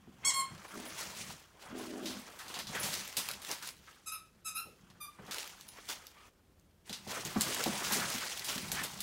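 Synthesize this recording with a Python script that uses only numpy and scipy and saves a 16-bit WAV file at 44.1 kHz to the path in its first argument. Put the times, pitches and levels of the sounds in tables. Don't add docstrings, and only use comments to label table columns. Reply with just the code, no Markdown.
import sys
import numpy as np
from scipy import signal
from scipy.fft import rfft, irfft
from scipy.io import wavfile

SR = 44100
rng = np.random.default_rng(int(sys.argv[2]) if len(sys.argv) > 2 else 0)


def master_out(mix):
    frames = np.transpose(np.atleast_2d(mix))
    ceiling = np.clip(frames, -1, 1)
    pcm = np.round(ceiling * 32767).astype(np.int16)
    wavfile.write(sys.argv[1], SR, pcm)


N = 397782


def from_db(db):
    return 10 ** (np.asarray(db) / 20)


def rms_one(x):
    return x / np.sqrt(np.mean(x ** 2) + 1e-20)


def in_time(rows):
    s, *columns = np.transpose(rows)
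    return [np.interp(np.arange(N) / SR, s, column) for column in columns]


def at_hz(points, hz):
    point_hz, point_db = np.array(points).T
    return np.interp(np.log(hz), np.log(point_hz), point_db)


def drift(rate):
    r = np.exp(-80 * np.pi * rate / SR)
    noise = rng.standard_normal(N // 40 + 2002)
    slow = signal.lfilter([1], [1, -2 * r, r * r], noise)[2000:]
    return np.interp(np.arange(N) / 40, np.arange(len(slow)), rms_one(slow))


def colour(x, spectrum):
    hz = np.arange(1, N // 2 + 2) * SR / N
    closed = [(spectrum[0][0] / 2, -90)] + list(spectrum) + [(spectrum[-1][0] * 2, -90)]
    return rms_one(irfft(rfft(x) * from_db(at_hz(closed, hz)), N))


def resonance(x, hz, width_hz):
    r = np.exp(-np.pi * width_hz / SR)
    poles = [1, -2 * r * np.cos(2 * np.pi * hz / SR), r * r]
    return signal.lfilter([(1 - r * r) / 2, 0, (r * r - 1) / 2], poles, x)


def add(out, s, sound, peak_db):
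    i = round(s * SR)
    out[i:i + len(sound)] += (sound * from_db(peak_db) / np.abs(sound).max())[:N - i]


# (harmonic number, level [dB])
NEAR_BITE = [(1, -12.5), (2, -5), (3, -7.5), (4, -5.5), (5, -5.5), (6, -3), (7, 1), (8, -2), (9, -12),
             (10, -35.5), (11, -26.5), (12, -17.5), (13, -39), (14, -28.5)]
NEAR_RELEASE = [(1, -4.5), (2, -8.5), (3, -9.5), (4, -5.5), (5, -18.5), (6, -22.5), (7, -4.5), (8, -7),
                (9, -8), (10, -22), (11, -20), (12, -19), (13, -25), (14, -24.5)]
FAR_BITE = [(1, -2.5), (2, -3), (3, -5.5), (4, -4.5), (5, -1.5), (6, 0.5), (7, -1), (8, 1.5), (9, -3),
            (10, -9), (11, -22), (12, -21)]
FAR_RELEASE = [(1, -0.5), (2, -2), (3, -7), (4, -5.5), (5, -11.5), (6, -25), (7, -4.5), (8, 1.5), (9, -1),
               (10, -8), (11, -16), (12, -19)]
LAST_BITE = [(1, 1), (2, -9), (3, -9), (4, -9), (5, -13), (6, -20), (7, -17), (8, -6), (9, -7), (10, -6),
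             (11, -13), (12, -15)]
VOICINGS = [NEAR_BITE, NEAR_RELEASE, FAR_BITE, FAR_RELEASE, FAR_BITE, FAR_RELEASE, FAR_RELEASE, LAST_BITE]
AIR_DB = -27.5
STALL_S, HOLLOW_DB_PER_SAG = 0.019, 75
BULB_HZ, BULB_WIDTH_HZ, BULB_DB = 1081, 12.5, 5
SWELL_DB = 17.5
# (time [s], length before the stall [s], pitch at start [Hz],
# pitch at top [Hz], pitch at end [Hz], place of the top [0-1], level at start [dB], swell [s],
# fade over the length [dB], pitch unsteadiness [share], sag in the stall [share], roughness [0-1],
# part sent to the room [dB])
SQUEAKS = [(0.246, 0.051, 1052, 1112, 1067, 0.61, -29.5, 0.0026, 0, 0.0012, 0.11, 0.053, -3),
           (0.334, 0.073, 1057, 1083, 1068, 0.41, -35.5, 0.005, -0.5, 0.003, 0.032, 0.08, -3.5),
           (4.057, 0.03, 1230, 1300, 1245, 0.43, -38, 0.02, 4, .018, .012, 0.2, -1),
           (4.115, 0.028, 1284, 1301, 1258, 0.35, -42, 0.0034, 1, 0.017, .012, 0.22, -0.5),
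           (4.444, 0.046, 1275, 1297, 1262, 0.53, -39, 0.018, 2.5, 0.019, .015, 0.2, -1.5),
           (4.541, 0.023, 1217, 1269, 1260, 0.48, -39.5, 0.018, -0.5, 0.015, 0.0088, 0.18, -1.5),
           (4.563, .038, 1329, 1363, 1345, 0.55, -40.5, 0.0037, 5, 0.013, 0.008, 0.19, 0.5),
           (5, 0.047, 1220, 1215, 1176, 0.3, -42, 0.014, 4.5, 0.009, 0.012, 0.074, -2)]


def squeaks():
    dry, to_room = np.zeros(N), np.zeros(N)
    for row, voicing in zip(SQUEAKS, VOICINGS):
        s, length, start_hz, top_hz, end_hz, top, level_db = row[:7]
        swell, fade_db, unsteadiness, sag, roughness, room_db = row[7:]
        t = np.arange(0, length + STALL_S, 1 / SR)
        stall = np.clip((t - length) / STALL_S, 0, 1)

        slack = np.interp(t / length, [0, top, 1], [1, 0, 1]) ** 2
        pitch_hz = top_hz - slack * np.where(t < top * length, top_hz - start_hz, top_hz - end_hz)
        shake = (unsteadiness + 0.041 * stall) * drift(163)[:len(t)]
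        cycles = np.cumsum(pitch_hz * (1 - sag * stall + shake)) / SR

        k, db = np.transpose(voicing)[:, :, None]
        noise = rng.standard_normal((len(k), len(t)))
        gusts = rms_one(signal.lfilter([1], [1, -1.9, .9025], noise))
        db = db + HOLLOW_DB_PER_SAG * sag * np.minimum(4 * stall, 1) * (k == 1)
        waves = np.sin(2 * np.pi * (k * cycles + rng.random(k.shape)))
        tone = rms_one(np.sum(from_db(db) * (1 + roughness * gusts) * waves, axis=0))

        air = rms_one(resonance(rng.standard_normal(len(t)), 10500, 6000))
        swell_in = from_db(-SWELL_DB * np.clip(1 - t / swell, 0, 1))
        edges = np.minimum(t / 0.0054, 1) * (1 - stall) * swell_in
        sound = (tone + from_db(AIR_DB + 9.3 * stall) * air) * edges
        sound = sound * from_db(level_db - fade_db * t / length)
        i = round(s * SR)
        dry[i:i + len(t)] += sound
        to_room[i:i + len(t)] += sound * from_db(room_db)
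    near = np.arange(N) < SR
    bulb = resonance(dry * near + 1e-18, BULB_HZ, BULB_WIDTH_HZ)
    return dry + from_db(BULB_DB) * bulb, to_room


# (time [s], peak [dB], added treble band [dB], time to die by 60 dB [s])
SCUFFS = [(2.0573, -32, -35, 0.4), (2.39, -36.5, -5, 0.38), (2.4815, -34, -11, 0.24),
          (2.541, -31.5, -32, 0.16), (2.59, -27, -17, 0.21), (2.67, -32.5, -37, 0.25),
          (2.8313, -26.5, 1, 0.52), (3.1682, -21.5, -1.5, 0.21), (3.419, -35.5, 0, 0.28),
          (3.49, -58, 18, 0.25), (3.625, -33.5, -7, 0.22), (4.901, -51.5, -29, 0.11),
          (5.2646, -49, -10, 0.25), (5.3103, -32.5, -28, 0.13), (5.888, -30.5, -21, 0.085),
          (6.8952, -33, -27, 0.11), (6.9283, -30.5, -35, 0.16), (7.0752, -38.5, -14, 0.41),
          (7.4099, -20.5, -5, 0.19), (7.922, -21, 21, 0.32), (8.4446, -29.5, -2, 0.45),
          (8.7176, -21, 9, 0.11), (8.836, -26, 13, 0.12), (9.0048, -25, 5, 0.085)]


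def scuffs():
    out, t = np.zeros(N), np.arange(SR // 4) / SR
    for s, peak_db, treble_db, t60 in SCUFFS:
        decay = from_db(-60 * t / t60) + 0.71 * from_db(-60 * t / 0.0068)
        noise = rng.standard_normal(len(t)) * decay
        treble = from_db(treble_db) * resonance(noise, 7500, 11400)
        add(out, s, resonance(noise, 4090, 2400) + treble, peak_db)
    return out


# (time [s], peak [dB], centre [Hz])
TICKS = [(2.7634, -31, 2250), (2.9402, -22, 3040), (3.0772, -28, 4340), (3.1267, -35, 2810),
         (3.258, -33, 3030), (3.2881, -21, 2630), (3.3132, -25, 4500), (3.32, -36, 4000),
         (3.336, -32.5, 4000), (3.449, -30.5, 4000), (3.514, -21, 5100), (3.675, -29, 9050),
         (3.6894, -29, 2250), (3.7678, -46, 3890), (3.8766, -49, 3990), (5.3452, -26.5, 4360),
         (5.3836, -26, 3080), (5.43, -28.5, 3000), (5.443, -34, 3500), (5.476, -33, 2700),
         (5.499, -40, 1800), (5.5904, -55, 4980), (5.6104, -33.5, 4690), (5.688, -35, 4970),
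         (5.8546, -43, 5260), (5.914, -32, 3500), (6.0687, -33, 4260), (6.5967, -53, 6730),
         (6.8573, -52, 2810), (7.251, -24, 7400), (7.4095, -14.5, 6950), (7.418, -19, 7500),
         (7.546, -22, 3700), (7.639, -19, 5000), (8.3756, -30, 3750), (8.102, -23, 5000),
         (8.395, -23.5, 5100), (8.5803, -23.5, 3540), (8.7174, -21, 4200)]


def ticks():
    out, t = np.zeros(N), np.arange(SR // 4) / SR
    for s, peak_db, hz in TICKS:
        decay = from_db(-60 * t / 0.0051) + 0.36 * from_db(-60 * t / 0.027)
        crack = rng.standard_normal(len(t)) * decay
        add(out, s, resonance(crack, hz, 2800) + 0.28 * resonance(crack, 11100, 8900), peak_db)
    return out


# (time [s], strength [dB], centre [Hz], knock against strength [dB], time to die by 60 dB [s])
THUMPS = [(0.071, -43.5, 242, -17, 0.12), (0.509, -42.5, 130, -16, 0.069), (1.2, -44, 157, -20.5, 0.22),
          (1.279, -45, 181, -17, 0.082), (2.696, -38, 189, -10, 0.08), (2.839, -42, 490, -10, 0.1),
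          (3.173, -42.5, 213, -2, 0.078), (4.656, -49.5, 434, -11, 0.23), (5.187, -47, 395, -5.5, 0.21),
          (5.281, -44.5, 198, 0, 0.052), (6.896, -43.5, 238, -4.5, 0.16), (7.067, -40, 250, -5, 0.12),
          (7.254, -36.5, 360, -16, 0.11), (7.36, -20, 196, -12.5, 0.053), (7.473, -31.5, 337, -24, 0.29),
          (7.66, -23, 191, -5.5, 0.095), (7.914, -30, 193, -11, 0.079), (7.955, -29.5, 200, -10, 0.15),
          (8.143, -32.5, 210, -26, 0.053), (8.392, -49, 380, -15, 0.068), (8.558, -31, 220, -19, 0.055),
          (8.723, -40.5, 167, -1, 0.076), (8.809, -36, 164, -13, 0.067), (8.935, -45, 118, -19, 0.06)]


def thumps():
    out, t = np.zeros(N), np.arange(SR // 4) / SR
    for s, strength_db, hz, knock_db, t60 in THUMPS:
        decay = from_db(-60 * t / t60)
        push = rng.standard_normal(len(t)) * decay * np.minimum(t / 0.0031, 1)
        add(out, s, resonance(resonance(push, hz, 96), hz, 250), strength_db - 5.0)
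        bend = np.cumsum(hz + 750 * np.exp(-t / 0.01112)) / SR
        add(out, s, np.sin(2 * np.pi * bend) * decay, strength_db + knock_db)
    return out


# (time [s], peak [dB], centre [Hz], length [s])
RASPS = [(0.23, -41.5, 2040, 0.021), (1.008, -41, 1390, 0.028), (2.392, -41, 1450, 0.036),
         (2.73, -31.5, 1730, 0.07), (3.612, -40.5, 1250, 0.046), (3.868, -45.5, 1400, 0.031),
         (5.18, -49, 1430, 0.029), (7.358, -32, 1120, 0.026), (7.59, -33, 1240, 0.031),
         (7.997, -32, 1320, 0.059), (8.205, -35.5, 1420, 0.046), (8.754, -31.5, 1620, 0.073),
         (8.83, -37, 3630, 0.042)]


def rasps():
    out, t = np.zeros(N), np.arange(SR // 4) / SR
    for s, peak_db, hz, length in RASPS:
        stroke = np.sin(np.pi * np.minimum(t / length, 1)) * rng.standard_normal(len(t))
        add(out, s, resonance(resonance(stroke, hz, 0.394 * hz), hz, 1.1 * hz), peak_db)
    return out


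# (time [s], peak [dB])
TINKLES = [(0.655, -64.5), (0.681, -52), (0.853, -46), (0.878, -44), (1.784, -48), (2.5611, -53),
           (2.798, -32), (5.6815, -46)]
# (pitch [Hz], level before chance [dB], time to die by 60 dB [s])
TAG = [(7887, -22, 0.1), (10450, -1, 0.18), (13600, -6, 0.1)]


def tag():
    out, t = np.zeros(N), np.arange(SR // 4) / SR
    for s, peak_db in TINKLES:
        ring = np.zeros(len(t))
        for hz, db, t60 in TAG:
            chance_db = rng.normal(0, 0.7)
            ring += from_db(db + chance_db - 60 * t / t60) * np.sin(2 * np.pi * hz * t)
        add(out, s, ring, peak_db)
    return out


# (time [s], throat resonance [Hz], level of each resonance before its own cut [dB])
GROWL = [
    [(0.72, 273, -66), (0.734, 280, -55), (0.76, 298, -42), (0.784, 293, -46), (0.88, 282, -55)],
    [(1.68, 242, -59), (1.716, 236, -47.5), (1.756, 334, -41), (1.81, 358, -43), (1.888, 290, -45),
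     (1.96, 355, -40), (2.104, 278, -42), (2.142, 272, -52), (2.154, 234, -46), (2.28, 220, -75)],
]


def growl():
    throat_hz, level_db = in_time(np.concatenate(GROWL))
    cycles = np.cumsum(45 * from_db(1.6 * drift(30))) / SR
    pulses = np.diff(np.floor(cycles), prepend=0) * from_db(rng.normal(0, 2.4, N))
    pulses = pulses + 0.04 * rng.standard_normal(N)
    glide = np.exp(2j * np.pi * np.cumsum(throat_hz) / SR)
    out = np.zeros(N)
    for k, db, width_hz in [(1, -3.0, 142), (2, -12.5, 190)]:
        r = np.exp(-np.pi * width_hz / SR)
        shifted = signal.lfilter([1], [1, -2 * r, r * r], pulses / glide ** k)
        out += from_db(db) * rms_one(np.imag(glide ** k * shifted))
    t = np.arange(N) / SR
    on = sum((t > rows[0][0]) * (t < rows[-1][0]) for rows in GROWL)
    return out * from_db(level_db) * on


# (time [s], pitch before unsteadiness [Hz], level [dB])
WHIMPER = [(6.14, 1086, -75), (6.17, 1127, -60), (6.22, 1230, -63), (6.26, 1304, -65), (6.29, 1400, -78)]


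def whimper():
    pitch_hz, level_db = in_time(WHIMPER)
    cycles = np.cumsum(pitch_hz * (1 + .07 * drift(151.5))) / SR
    t = np.arange(N) / SR
    on = (t > WHIMPER[0][0]) * (t < WHIMPER[-1][0])
    tone = np.sin(2 * np.pi * cycles) + from_db(-6) * np.sin(4 * np.pi * cycles)
    return on * from_db(level_db) * tone


def fibres(per_s, spread_db, clump_db):
    sizes = from_db(spread_db * np.minimum(rng.exponential(1, N), 3.5)) * rng.choice([-1, 1], N)
    chance = per_s * from_db(4 * drift(15)) / SR
    slips = rms_one(sizes * (rng.random(N) < chance))
    return (0.63 * slips + rng.standard_normal(N)) * from_db(clump_db * drift(40.0))


PATCH_EDGES_HZ = [700, 1100, 1700, 2500, 3600, 5200, 7500, 11000]


def patches(x, patchy_db, rate):
    hz = np.arange(N // 2 + 1) * SR / N
    band, spectrum = np.searchsorted(PATCH_EDGES_HZ, hz), rfft(x)
    out = np.zeros(N)
    for k in range(band.max() + 1):
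        out += irfft(spectrum * (band == k), N) * from_db(patchy_db * drift(rate))
    return rms_one(out)


# (frequency [Hz], level per Hz [dB])
RUSTLE = [(1180, -16), (2000, -5), (6250, -5.5), (10700, -12.5), (11900, -14.5), (15200, -17.5), (16000, 0)]
DULL = [(150, -33.5), (250, -5), (604, -2), (1010, 1), (1270, -0.5), (1390, 0), (2600, -8.5), (3380, -6.5),
        (5720, -120)]
RUMBLE = [(12, -59), (20, -16), (128, 1), (204, 3.5), (286, -14), (350, -9.5), (460, -27.5), (770, -120)]
# (time [s], rustle level [dB], dull drag against the rustle [dB], floor rumble level [dB])
STIR = [(0, -75.5, 5.5, -60.5), (.2, -68.5, 2, -62), (.25, -60, 10.5, -57.5), (.53, -62, 3.5, -65),
        (.69, -56.5, -0.5, -69), (1.2, -55.5, 1.5, -57.5), (1.52, -71.5, 4, -81), (1.74, -63.5, 10, -62),
        (2.03, -55.5, -1.5, -84), (2.3, -75, -10, -75), (2.7, -59, 2, -52), (3.12, -57, -4.5, -68),
        (3.6, -63, 5.5, -67.5), (3.8, -68.5, -9, -74), (4.05, -69.5, -1.5, -85), (4.31, -77, -1, -74),
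        (4.75, -68.5, -4.5, -67.5), (4.9, -75, 9.5, -61.5), (5.15, -68.5, -4, -82),
        (5.29, -62.5, 11.5, -79), (5.55, -61, -7.5, -71), (6.05, -57.5, -4, -71.5), (6.13, -67, -25, -87),
        (6.33, -78.5, -0.5, -78), (6.84, -80.5, -0.5, -75.5), (6.87, -55, -9, -80), (7.05, -62, -1, -63),
        (7.39, -51.5, 4.5, -54.5), (8.02, -41.5, -1, -54.5), (8.26, -50.5, -27, -63), (8.46, -52, 0, -66),
        (8.7, -48, -5, -51.5), (9.02, -49.5, -7.5, -59)]
# (time at full level [s], level [dB], rise over EDGE_DB [s], hold [s],
# fall over EDGE_DB [s], dull drag against the swish [dB])
SWISHES = [(0.844, -52, 0.32, 0.073, 0.25, 0.5), (0.993, -43, 0.11, 0.016, 0.36, -10),
           (1.201, -44, 0.11, .01, 0.1, -12), (1.288, -49, 0.13, 0.017, 0.12, -10),
           (1.619, -56, 0.059, 0.03, 0.18, 0.5), (1.79, -50, 0.048, .01, 0.35, -10),
           (2.073, -48.5, 0.07, .01, 0.44, -3), (2.602, -49, 0.47, 0.0041, 0.038, 2),
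           (2.754, -43, 0.084, .01, 0.22, 0.5), (2.85, -39, 0.1, .005, 0.13, -5),
           (2.934, -37, 0.073, 0.0055, 0.21, -8.5), (3.177, -39.5, 0.023, .005, 0.23, -9),
           (3.305, -44, 0.1, 0.0055, 0.078, -5), (3.516, -38.5, 0.1, .005, 0.097, -7.5),
           (3.684, -45, 0.16, .005, 0.058, -13), (3.917, -61.5, .4, 0.009, 0.15, -3),
           (5.319, -44, 0.0059, 0.06, 0.27, -6.5), (5.766, -56, 0.044, 0.02, 0.084, 1),
           (5.902, -40.5, 0.032, 0.011, 0.087, -6), (6.256, -63.5, 0.37, .01, 0.063, 2.5),
           (6.926, -59.5, 0.06, .01, 0.12, 2), (7.117, -43, 0.078, 0.082, 0.082, -2.5),
           (7.251, -40.5, 0.011, .005, 0.19, -28), (7.496, -39.5, 0.22, 0.18, 0.12, -6.5),
           (7.772, -37, 0.24, .01, 0.089, -23), (7.85, -36.5, .05, 0.034, 0.24, -22),
           (7.926, -37.5, 0.17, .005, 0.14, -29), (8.095, -39.5, 0.59, .01, 0.99, -6.5),
           (8.49, -36, 0.043, 0.0045, 0.19, -6.5), (8.749, -41.5, 0.029, .01, 0.21, -0.5)]
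EDGE_DB = 20
TREMBLE_DB, TREMBLE_FOLLOWS, TREMBLE_T60_S = -34.5, 0.47, 0.38


def movement():
    rustle_db, dull_db, rumble_db = in_time(STIR)
    t = np.arange(N) / SR
    bright = from_db(2 * rustle_db)
    dull = from_db(2 * (rustle_db + dull_db))
    rumble = from_db(2 * rumble_db)
    for s, level_db, rise, hold, fall, share_db in SWISHES:
        near = slice(round(max(s - 2 * rise, 0) * SR), round((s + hold + 2 * fall) * SR))
        before, after = (s - t[near]) / rise, (t[near] - s - hold) / fall
        off = np.maximum(np.maximum(before, after), 0)
        power = from_db(2 * (level_db - EDGE_DB * off))
        bright[near] += power
        dull[near] += power * from_db(2 * share_db)
    for s, strength_db, *_ in THUMPS:
        after = slice(round(s * SR), round((s + TREMBLE_T60_S) * SR))
        fading_db = -60 * (t[after] - s) / TREMBLE_T60_S
        rumble[after] += from_db(2 * (TREMBLE_DB + TREMBLE_FOLLOWS * strength_db + fading_db))
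    rustle_noise = patches(colour(fibres(700, 3.25, 1.43), RUSTLE), 1.5, 23.0)
    drag_noise = patches(colour(fibres(500, 3.2, 1.6), DULL), 2.4, 22.0)
    floor_noise = from_db(3.1 * drift(7.1)) * colour(rng.standard_normal(N), RUMBLE)
    return np.sqrt(bright) * rustle_noise + np.sqrt(dull) * drag_noise + np.sqrt(rumble) * floor_noise


ROOM_T60_S, WALL_CUT_HZ = 0.36, 3250


def room(x):
    t = np.arange(SR // 2) / SR
    low = signal.lfilter(*signal.butter(1, WALL_CUT_HZ, fs=SR), rng.standard_normal(len(t)))
    full = rng.standard_normal(len(t)) * from_db(-60 * t / 0.4)
    echoes = (low + full) * from_db(-60 * t / ROOM_T60_S) * (t > .004)
    return signal.fftconvolve(x, echoes / np.linalg.norm(echoes))[:N]


# (frequency [Hz], level per Hz [dB])
HUSH = [(18, -51.5), (30, -11), (86, -3.5), (124, -12), (170, -8.5), (259, -12.5), (394, -14.5),
        (988, -28.5), (4420, -35), (6550, -36.5), (16000, -37)]
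HUSH_DB = -68


def hush():
    return from_db(HUSH_DB) * colour(rng.standard_normal(N), HUSH)


def scene():
    toy, toy_to_room = squeaks()
    near = scuffs() + ticks() + thumps() + rasps() + tag() + growl()
    echoes = room(toy_to_room + from_db(-7.5) * near)
    return (toy + near + whimper() + movement() + echoes + hush())[None]


def record(dry):
    return signal.sosfilt(signal.cheby2(14, 60, 16300, fs=SR, output="sos"), dry)


dry = scene()
out = record(dry)
master_out(out)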